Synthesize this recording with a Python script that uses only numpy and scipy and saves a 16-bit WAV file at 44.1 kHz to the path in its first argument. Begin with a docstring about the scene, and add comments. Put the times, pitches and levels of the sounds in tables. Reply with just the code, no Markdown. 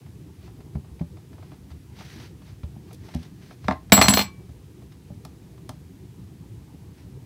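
"""A small kitchen with a stone counter, where a hand crimps and turns pastry on a plastic mat.
The hand is low thumps, light taps, sliding noise and sticky crackle. A steel fork is put down, then dropped:
it bounces, rattles and chatters with noise cracks and struck modes of mat and counter, and rings in decaying sines.
Short reflections follow the hard contacts, taps and fork ring, over a faint rumble and hiss."""
import sys
import numpy as np
from scipy import signal
from scipy.io import wavfile

SR = 44100
rng = np.random.default_rng(int(sys.argv[2]) if len(sys.argv) > 2 else 0)


def waveform_to_disk(signal):
    """Save audio, clipped to [-1, 1], as 16-bit WAV at the path in sys.argv[1]."""
    frames = np.transpose(np.atleast_2d(signal))
    scaled = np.clip(frames, -1, 1) * 32767
    samples = np.round(scaled).astype(np.int16)
    wavfile.write(sys.argv[1], SR, samples)


N = 319845

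# The bounces of the dropped fork. Each row: time in seconds, crack level in dB, crack brightness in dB per octave,
# mat level in dB, counter thud level in dB, then ring level in dB near each of the upper three ring groups.
FORK_BOUNCES = [(3.921, 9, -1.4, -5.5, -7, -19, -8, -7.5),
                (4.014, 3.5, -2, -12.5, -19.5, -14.5, -17, -19.5),
                (4.083, 0.5, 0.8, -24, -15, -25, -13, -21.5),
                (4.137, -6, 1.5, -22, -19, -24.5, -22.5, -14.5),
                (4.172, -2, -2.9, -17, -29, -17.5, -27.5, -17),
                (4.222, -26.5, 4.5, -40, -51.5, -39, -36.5, -26)]
# The mat's own modes. Each row: frequency in Hz, relative level in dB, t60 in seconds.
MAT_MODES = [(628, -6.5, 0.074), (695, -7, 0.041), (753, -7, 0.079), (879.6, -7.5, 0.057),
             (968.4, -5.5, 0.022), (1163, -5, 0.026), (1353, -7, 0.033), (1696, -6.5, 0.017),
             (2105, -5.5, 0.013), (2720, -19, 0.017), (3602, -11.5, 0.01)]


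def from_db(db):
    """Turn decibels into an amplitude factor."""
    return 10 ** (np.asarray(db) / 20)


def rms_one(x):
    """Scale a signal to an rms of 1."""
    return x / np.sqrt(np.mean(x ** 2) + 1e-20)


def at_hz(points, hz):
    """Read a curve of (Hz, value) points, straight between them on a log frequency axis."""
    points = np.array(points)
    return np.interp(np.log(hz), np.log(points[:, 0]), points[:, 1])


def drift(rate_hz):
    """Slow random wandering with spread 1: low-passed noise made at a fortieth of the sample rate."""
    step = 40
    pole = np.exp(-2 * np.pi * rate_hz * step / SR)
    noise = rng.standard_normal(N // step + 2002)
    slow = signal.lfilter([1], [1, -2 * pole, pole * pole], noise)[2000:]  # skip the filter's start
    return np.interp(np.arange(N) / step, np.arange(len(slow)), rms_one(slow))


def noise_bands(size):
    """Third-octave bands of white noise as (centre Hz, band); neighbours come from separate noises."""
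    edges_hz = 31.25 * 2 ** np.arange(0, 9.4, 1 / 3)
    white = rng.standard_normal((2, size))
    for k, (low, high) in enumerate(zip(edges_hz, edges_hz[1:])):
        sos = signal.butter(3, [low, high], "band", fs=SR, output="sos")
        yield np.sqrt(low * high), signal.sosfilt(sos, white[k % 2])


def coloured(spectrum, patchy_db, rate_hz):
    """Noise of a given spectrum whose bands flicker, partly together and partly alone; rms 1."""
    together = drift(rate_hz)
    out = np.zeros(N)
    for hz, band in noise_bands(N):
        flicker_db = patchy_db * (together / 2 + drift(rate_hz))
        out += band * from_db(at_hz(spectrum, hz) + flicker_db)
    return rms_one(out)


def clicks(times, levels_db):
    """Single-sample impulses, the raw blows that excite the filters."""
    out = np.full(N, 1e-18)  # a tiny floor in place of silence
    np.add.at(out, (np.asarray(times) * SR).astype(int), from_db(levels_db))
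    return out


def struck(times, levels_db, modes, scatter_db, bright=0):
    """Each blow rings every mode with a strength of its own; bright tilts them in dB per octave."""
    out = np.zeros(N)
    luck = rng.standard_normal((len(times), len(modes)))
    for k, (hz, mode_db, t60) in enumerate(modes):
        tilt_db = bright * np.log2(hz / 1500)
        blows = clicks(times, levels_db + mode_db + scatter_db * luck[:, k] + tilt_db)
        r = from_db(-60 / (t60 * SR))  # decay per sample
        w = 2 * np.pi * hz / SR
        sign = (-1) ** k  # modes alternate in polarity
        out += sign * signal.lfilter([0, np.sin(w)], [1, -2 * r * np.cos(w), r * r], blows)
    return out


def cracks(times, crack_db, bright, rise_s):
    """Bursts of noise that swell over rise_s and die away at a rate of their own in each band."""
    # The crack's spectrum. Each row: frequency in Hz, relative density in dB per Hz.
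    spectrum = [(200, -40), (350, -10.5), (1200, -3), (1600, -10), (2100, -3.5), (3000, -9), (3700, -6.5),
                (5600, -12.5), (6600, -20), (10000, -19.5), (16000, -29.5)]
    # The crack's decay. Each row: frequency in Hz, t60 in seconds.
    decay = [(400, 0.024), (1500, 0.023), (5000, 0.027), (14000, 0.0071)]
    out = np.zeros(N)
    soft = np.exp(-1 / (rise_s * SR))
    for hz, band in noise_bands(N):
        level_db = crack_db + at_hz(spectrum, hz) + bright * np.log2(hz / 1500) + 8.0
        fade = from_db(-60 / (at_hz(decay, hz) * SR))
        dying = signal.lfilter([1], [1, -fade], clicks(times, level_db))
        out += band * signal.lfilter([1 - soft], [1, -soft], dying)
    return out


def presses():
    """Fingers press the dough: short low modes whose pitch follows the place pressed, the contact rounded."""
    # The presses. Each row: time in seconds, thump frequency in Hz, thump level in dB, deep level in dB.
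    press_rows = [(.752, 138, -23.5, -22), (1.009, 166.2, -21.5, -29.5), (1.709, 120, -45, -32),
                  (2.634, 105, -29, -22.5), (2.762, 140, -34.5, -58), (3.15, 155.7, -20.5, -22),
                  (3.647, 109, -29.5, -27), (4.491, 115, -36.5, -33.5), (5.101, 119, -30.5, -45),
                  (5.7, 106, -29.5, -40), (6.74, 147, -36.5, -44)]
    # Modes of mat and dough, damped by the hand. Each row: multiple of the thump frequency, level in dB,
    # t60 in seconds.
    thump_modes = [(1, 0, 0.11), (1.55, -8, 0.18), (2.1, -7, 0.039)]
    # The counter as a whole. Each row: frequency in Hz, level in dB, t60 in seconds.
    deep_modes = [(78.6, 0.5, 0.16)]
    # Higher modes under a press. Each row: frequency in Hz, level in dB, t60 in seconds.
    knock_modes = [(582, -7.5, 0.146), (697, -5.5, 0.047), (819, -8.5, 0.1)]
    knock_against_thump_db = -13

    times, thump_hz, thump_db, deep_db = np.transpose(press_rows)
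    thumps = struck(times, deep_db, deep_modes, scatter_db=0.0)
    for at, base_hz, level_db in zip(times, thump_hz, thump_db):
        modes = [(base_hz * multiple, mode_db, t60) for multiple, mode_db, t60 in thump_modes]
        thumps += struck([at], level_db, modes, scatter_db=2.5)
    knocks = struck(times, thump_db + knock_against_thump_db, knock_modes, scatter_db=4.0)
    rounded_thumps = signal.sosfilt(signal.butter(2, 330, fs=SR, output="sos"), thumps)
    rounded_knocks = signal.sosfilt(signal.butter(2, 1000, fs=SR, output="sos"), knocks)
    return rounded_thumps + rounded_knocks


def taps():
    """Light touches, a short high hiss and dough crackle: slow-rising cracks that barely ring the mat."""
    # Light touches on the mat; the two very bright rows near 2.93 s make a short high hiss.
    # Each row: time in seconds, crack level in dB, brightness in dB per octave.
    tap_rows = [(0.06, -43, -4), (0.478, -45, -9.5), (0.604, -41, -4.5), (0.752, -36.5, -7.5),
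                (0.844, -46, -5), (0.993, -40, -2), (1.011, -38.5, -5), (1.169, -41.5, -3), (1.33, -43, -3),
                (1.381, -44.5, -6.5), (1.425, -39.5, -6), (1.516, -39, -5), (1.532, -51, -3),
                (1.703, -40.5, -1), (1.714, -41, -1), (1.987, -38, 1), (2.007, -31.5, -3.5),
                (2.418, -42, -2), (2.477, -44, -3), (2.632, -36.5, -2), (2.909, -39, -5.5),
                (2.929, -53.5, 11), (2.943, -59, 11.5), (3.084, -34.5, -2.5), (3.138, -32, -1),
                (3.228, -39.5, 3), (3.508, -35, -4.5), (3.642, -34.5, -2), (4.491, -47, -1),
                (4.818, -45, -5), (4.92, -42, 0), (5.578, -45, -0.5), (6.979, -47, -1.5)]
    mat_against_crack_db = -10.5
    times, crack_db, bright = np.transpose(list(tap_rows) + crackle())
    mat = struck(times, crack_db + mat_against_crack_db, MAT_MODES, scatter_db=1.0, bright=bright)
    return cracks(times, crack_db, bright, rise_s=0.004) + mat


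def crackle():
    """Sticky dough lets go in tiny random snaps whose level follows the strokes, as rows like the taps."""
    snaps_per_s, bright = 30, -0.5  # brightness in dB per octave
    over_stroke_db, scatter_db = 6.5, 3.5
    at = np.flatnonzero(rng.random(N) < snaps_per_s / SR)
    levels_db = stroke_db()[at] + over_stroke_db + scatter_db * rng.standard_normal(len(at))
    return [(i / SR, level_db, bright) for i, level_db in zip(at, levels_db)]


def slides():
    """Dough, hand and sleeve slide: grainy friction noise under each stroke."""
    # The friction spectrum. Each row: frequency in Hz, relative density in dB per Hz.
    friction = [(400, -2), (800, -5), (1200, -4.5), (1900, 1.5), (3000, -3.5), (5500, -3.5), (6400, -14.5),
                (14000, -19), (16000, -26)]
    grain_db = 1.2 * drift(60)
    return from_db(stroke_db() + grain_db) * coloured(friction, patchy_db=0.6, rate_hz=60)


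def stroke_db():
    """Level in dB of the loudest stroke at each moment; all rise and fall at the same rates around their hold."""
    # The strokes. Each row: start of the hold in seconds, hold in seconds, level in dB.
    strokes = [(0.447, 0.018, -60), (1.40, .14, -67.5), (2.002, 0.06, -51.5), (2.088, 0.17, -51),
               (2.47, 0.042, -60), (2.9, 0.038, -61.5), (3.056, 0.11, -56.5), (3.197, 0.059, -57),
               (3.423, .11, -59.5), (3.662, 0.045, -56), (6.99, .03, -63.5)]
    rise, fall = 220, 310  # dB per second
    t = np.arange(N) / SR
    levels_db = []
    for start, hold, level_db in strokes:
        before, after = np.maximum(start - t, 0), np.maximum(t - start - hold, 0)
        levels_db.append(level_db - rise * before - fall * after)
    return np.max(levels_db, axis=0)


def hard_contacts():
    """Fork and ticks on the mat: a sharp crack, the mat's short ring and the counter's thud."""
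    # The counter's modes. Each row: frequency in Hz, relative level in dB, t60 in seconds.
    counter_modes = [(78, -5.5, 0.17), (119, -3.5, 0.091), (201, 0, .24), (264, -5.5, .18),
                     (333.5, -14, 0.12), (435, -13, 0.14)]
    bounces = [row[:5] for row in FORK_BOUNCES]
    rows = set_down() + rattle() + ticks() + chatter() + bounces
    times, crack_db, bright, mat_db, thud_db = np.transpose(rows)
    mat = struck(times, mat_db, MAT_MODES, scatter_db=1.5, bright=-1.7)
    thud = struck(times, thud_db, counter_modes, scatter_db=2.5)
    return cracks(times, crack_db, bright, rise_s=0.00028) + mat + thud


def contact_rows(blows, bright, thud_against_mat_db):
    """Complete blows to rows of (s, crack dB, brightness in dB per octave, mat dB, thud dB)."""
    return [(s, crack_db, bright, mat_db, mat_db + thud_against_mat_db) for s, crack_db, mat_db in blows]


def set_down():
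    """The fork is put down, still in the fingers: a few dull contacts."""
    # Each row: time in seconds, crack level in dB, mat level in dB.
    blows = [(3.683, -17.5, -13), (3.71, -25, -17), (3.722, -29, -30)]
    return contact_rows(blows, bright=-3.5, thud_against_mat_db=-7)


def rattle():
    """The dropped fork rattles around and between its bounces: lesser contacts in quick succession."""
    # Each row: time in seconds, crack level in dB, mat level in dB.
    blows = [(3.898, -41, -48), (3.927, -10.5, -17.5), (3.939, -14, -22), (3.968, -17, -20),
             (3.977, -11, -11), (3.988, -22, -15.5), (4.023, -4.5, -30.5), (4.041, -19, -17),
             (4.058, -21, -18.5), (4.102, -18, -19), (4.125, -27, -19), (4.192, -6.5, -22),
             (4.203, -19, -29), (4.212, -12.5, -41)]
    return contact_rows(blows, bright=-1.7, thud_against_mat_db=-4)


def chatter():
    """The tines buzz on the mat: dense faint random touches from first bounce to last, fading as they go."""
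    touches_per_s, fade, bright = 220, 24, 3.8  # fade in dB per second, brightness in dB per octave
    top_db, spread_db = -26, 9.0  # strongest touch at the first bounce; range of strengths
    mat_against_crack_db, thud_against_crack_db = -11, -23.5
    start, stop = FORK_BOUNCES[0][0], FORK_BOUNCES[-1][0]
    luck = rng.random((int(touches_per_s * (stop - start)), 2))
    times = start + (stop - start) * luck[:, 0]
    levels_db = top_db - fade * (times - start) - spread_db * luck[:, 1]
    return [(at, db, bright, db + mat_against_crack_db, db + thud_against_crack_db)
            for at, db in zip(times, levels_db)]


def fork_ring():
    """Each bounce stops the ringing and sets new levels; decaying sines waver as the fork rocks."""
    # The frequencies of the fork's modes in Hz.
    mode_hz = [1103, 2313, 4212, 5905, 7716, 9932, 10120, 11350, 12280, 12420, 13660, 14965, 15355]
    # The same modes in order. 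Each row: relative level in dB, free t60 in seconds.
    fork_modes = [(-2.9, 0.8), (-1.26, 0.9), (-2.5, 0.3), (-9.5, .35), (0, 0.26), (-8, 0.12), (-19, 0.15),
                  (-21, 0.26), (-14, .15), (-14.5, .15), (-19, .2), (-1.5, .15), (-15, 0.11)]
    # The centres in Hz of the four ring groups between which the ring level is read.
    group_hz = [2320, 4200, 7700, 15000]
    # The low mode that the fingers leave ringing: time in seconds, frequency in Hz, level in dB, t60 in seconds.
    held_s, held_hz, held_db, held_t60 = (3.71, 1055, -29, 0.27)
    low_group_db = -41  # the lowest group gets the same level after every bounce
    lying_share = 0.49  # share of the free t60 once the fork lies on the mat
    weak_db, weak_scatter_db = -3, 3.5  # modes below weak_db vary from bounce to bounce
    rocking_db = 2.2

    out = struck([held_s], held_db, [(held_hz, 0, held_t60)], scatter_db=0.5)
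    starts = [row[0] for row in FORK_BOUNCES]
    stops = starts[1:] + [starts[-1] + 0.5]
    rocking = [drift(45) for _ in mode_hz]
    for row, start, stop in zip(FORK_BOUNCES, starts, stops):
        share = lying_share if row is FORK_BOUNCES[-1] else 1
        at = int(start * SR)
        t = np.arange(int((stop - start) * SR)) / SR
        # the ring is heard a few ms after each loud blow, which overloads the recorder
        heard = 1 - np.exp(-t / 0.005)
        cut = np.clip((t[-1] - t) / 0.00082, 0, 1)  # quick stop at the next bounce
        groups = list(zip(group_hz, [low_group_db, *row[5:]]))
        phases = rng.uniform(0, 2 * np.pi, len(fork_modes))
        for hz, (mode_db, t60), phase, rock in zip(mode_hz, fork_modes, phases, rocking):
            level_db = at_hz(groups, hz) + mode_db - 60 * t / (t60 * share)
            scatter_db = weak_scatter_db * rng.standard_normal() * (mode_db < weak_db)
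            waver_db = rocking_db * rock[at:at + len(t)] + scatter_db
            sine = np.sin(2 * np.pi * hz * t + phase)
            out[at:at + len(t)] += from_db(level_db + waver_db) * heard * cut * sine
    return out


def ticks():
    """A nail or a brush handle touches the mat: harder, brighter contacts."""
    # Each row: time in seconds, crack level in dB, mat level in dB.
    blows = [(3.147, -40, -46), (5.25, -39.5, -39), (5.692, -35.5, -33.5)]
    return contact_rows(blows, bright=5.2, thud_against_mat_db=-5)


def kitchen(x):
    """Dense reflections of the room: a noise tail whose bands each die at their own rate."""
    # The room's decay. Each row: frequency in Hz, t60 in seconds.
    decay = [(200, 0.11), (1000, .2), (5000, 0.18), (14000, 0.074)]
    t = np.arange(SR // 2) / SR
    tail = sum(band * from_db(-60 * t / at_hz(decay, hz)) for hz, band in noise_bands(len(t)))
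    tail *= np.clip(t / 0.0085, 0, 1)  # the reflections build up over 8.5 ms
    unit_energy_tail = tail / np.sqrt(np.sum(tail ** 2))
    return from_db(-12.5) * signal.fftconvolve(x, unit_energy_tail)[:N]


def room_rumble():
    """The room rumbles faintly: low noise with slowly flickering bands."""
    # The rumble's spectrum. Each row: frequency in Hz, relative density in dB per Hz.
    spectrum = [(15, -68), (25, -44), (57, -4), (76, 0), (96, -2), (130, -0.5), (205, -8), (234, -17),
                (262, -11.5), (392, -14.5), (543, -31.5), (1020, -30.5), (1200, -40.5), (1560, -61),
                (2640, -120)]
    return from_db(-43.5) * coloured(spectrum, patchy_db=2.5, rate_hz=11)


def hiss():
    """A faint, nearly steady bed of broad noise."""
    # The hiss spectrum. Each row: frequency in Hz, relative density in dB per Hz.
    spectrum = [(600, -7.5), (1000, -6), (1600, -2), (5500, -6.5), (6500, -7.5), (13000, -10),
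                (15500, -14.5)]
    return from_db(-63) * coloured(spectrum, patchy_db=0.3, rate_hz=12)


def scene():
    """Hard contacts, taps and fork ring excite the room; presses, slides and the background stay dry."""
    near = hard_contacts() + taps() + fork_ring()
    mix = near + kitchen(near) + presses() + slides() + room_rumble() + hiss()
    return mix[None]  # one channel


def record(dry):
    """The microphone loses the deepest bass, peaks beyond full scale clip and the top is cut."""
    low_cut_hz, top_cut_hz = 58, 16200
    thinned = signal.sosfilt(signal.butter(4, low_cut_hz, "high", fs=SR, output="sos"), dry)
    clipped = np.clip(thinned, -1, 1)
    top_cut = signal.cheby2(18, 60, top_cut_hz, fs=SR, output="sos")
    return np.clip(signal.sosfilt(top_cut, clipped), -1, 1)


dry = scene()
out = record(dry)
waveform_to_disk(out)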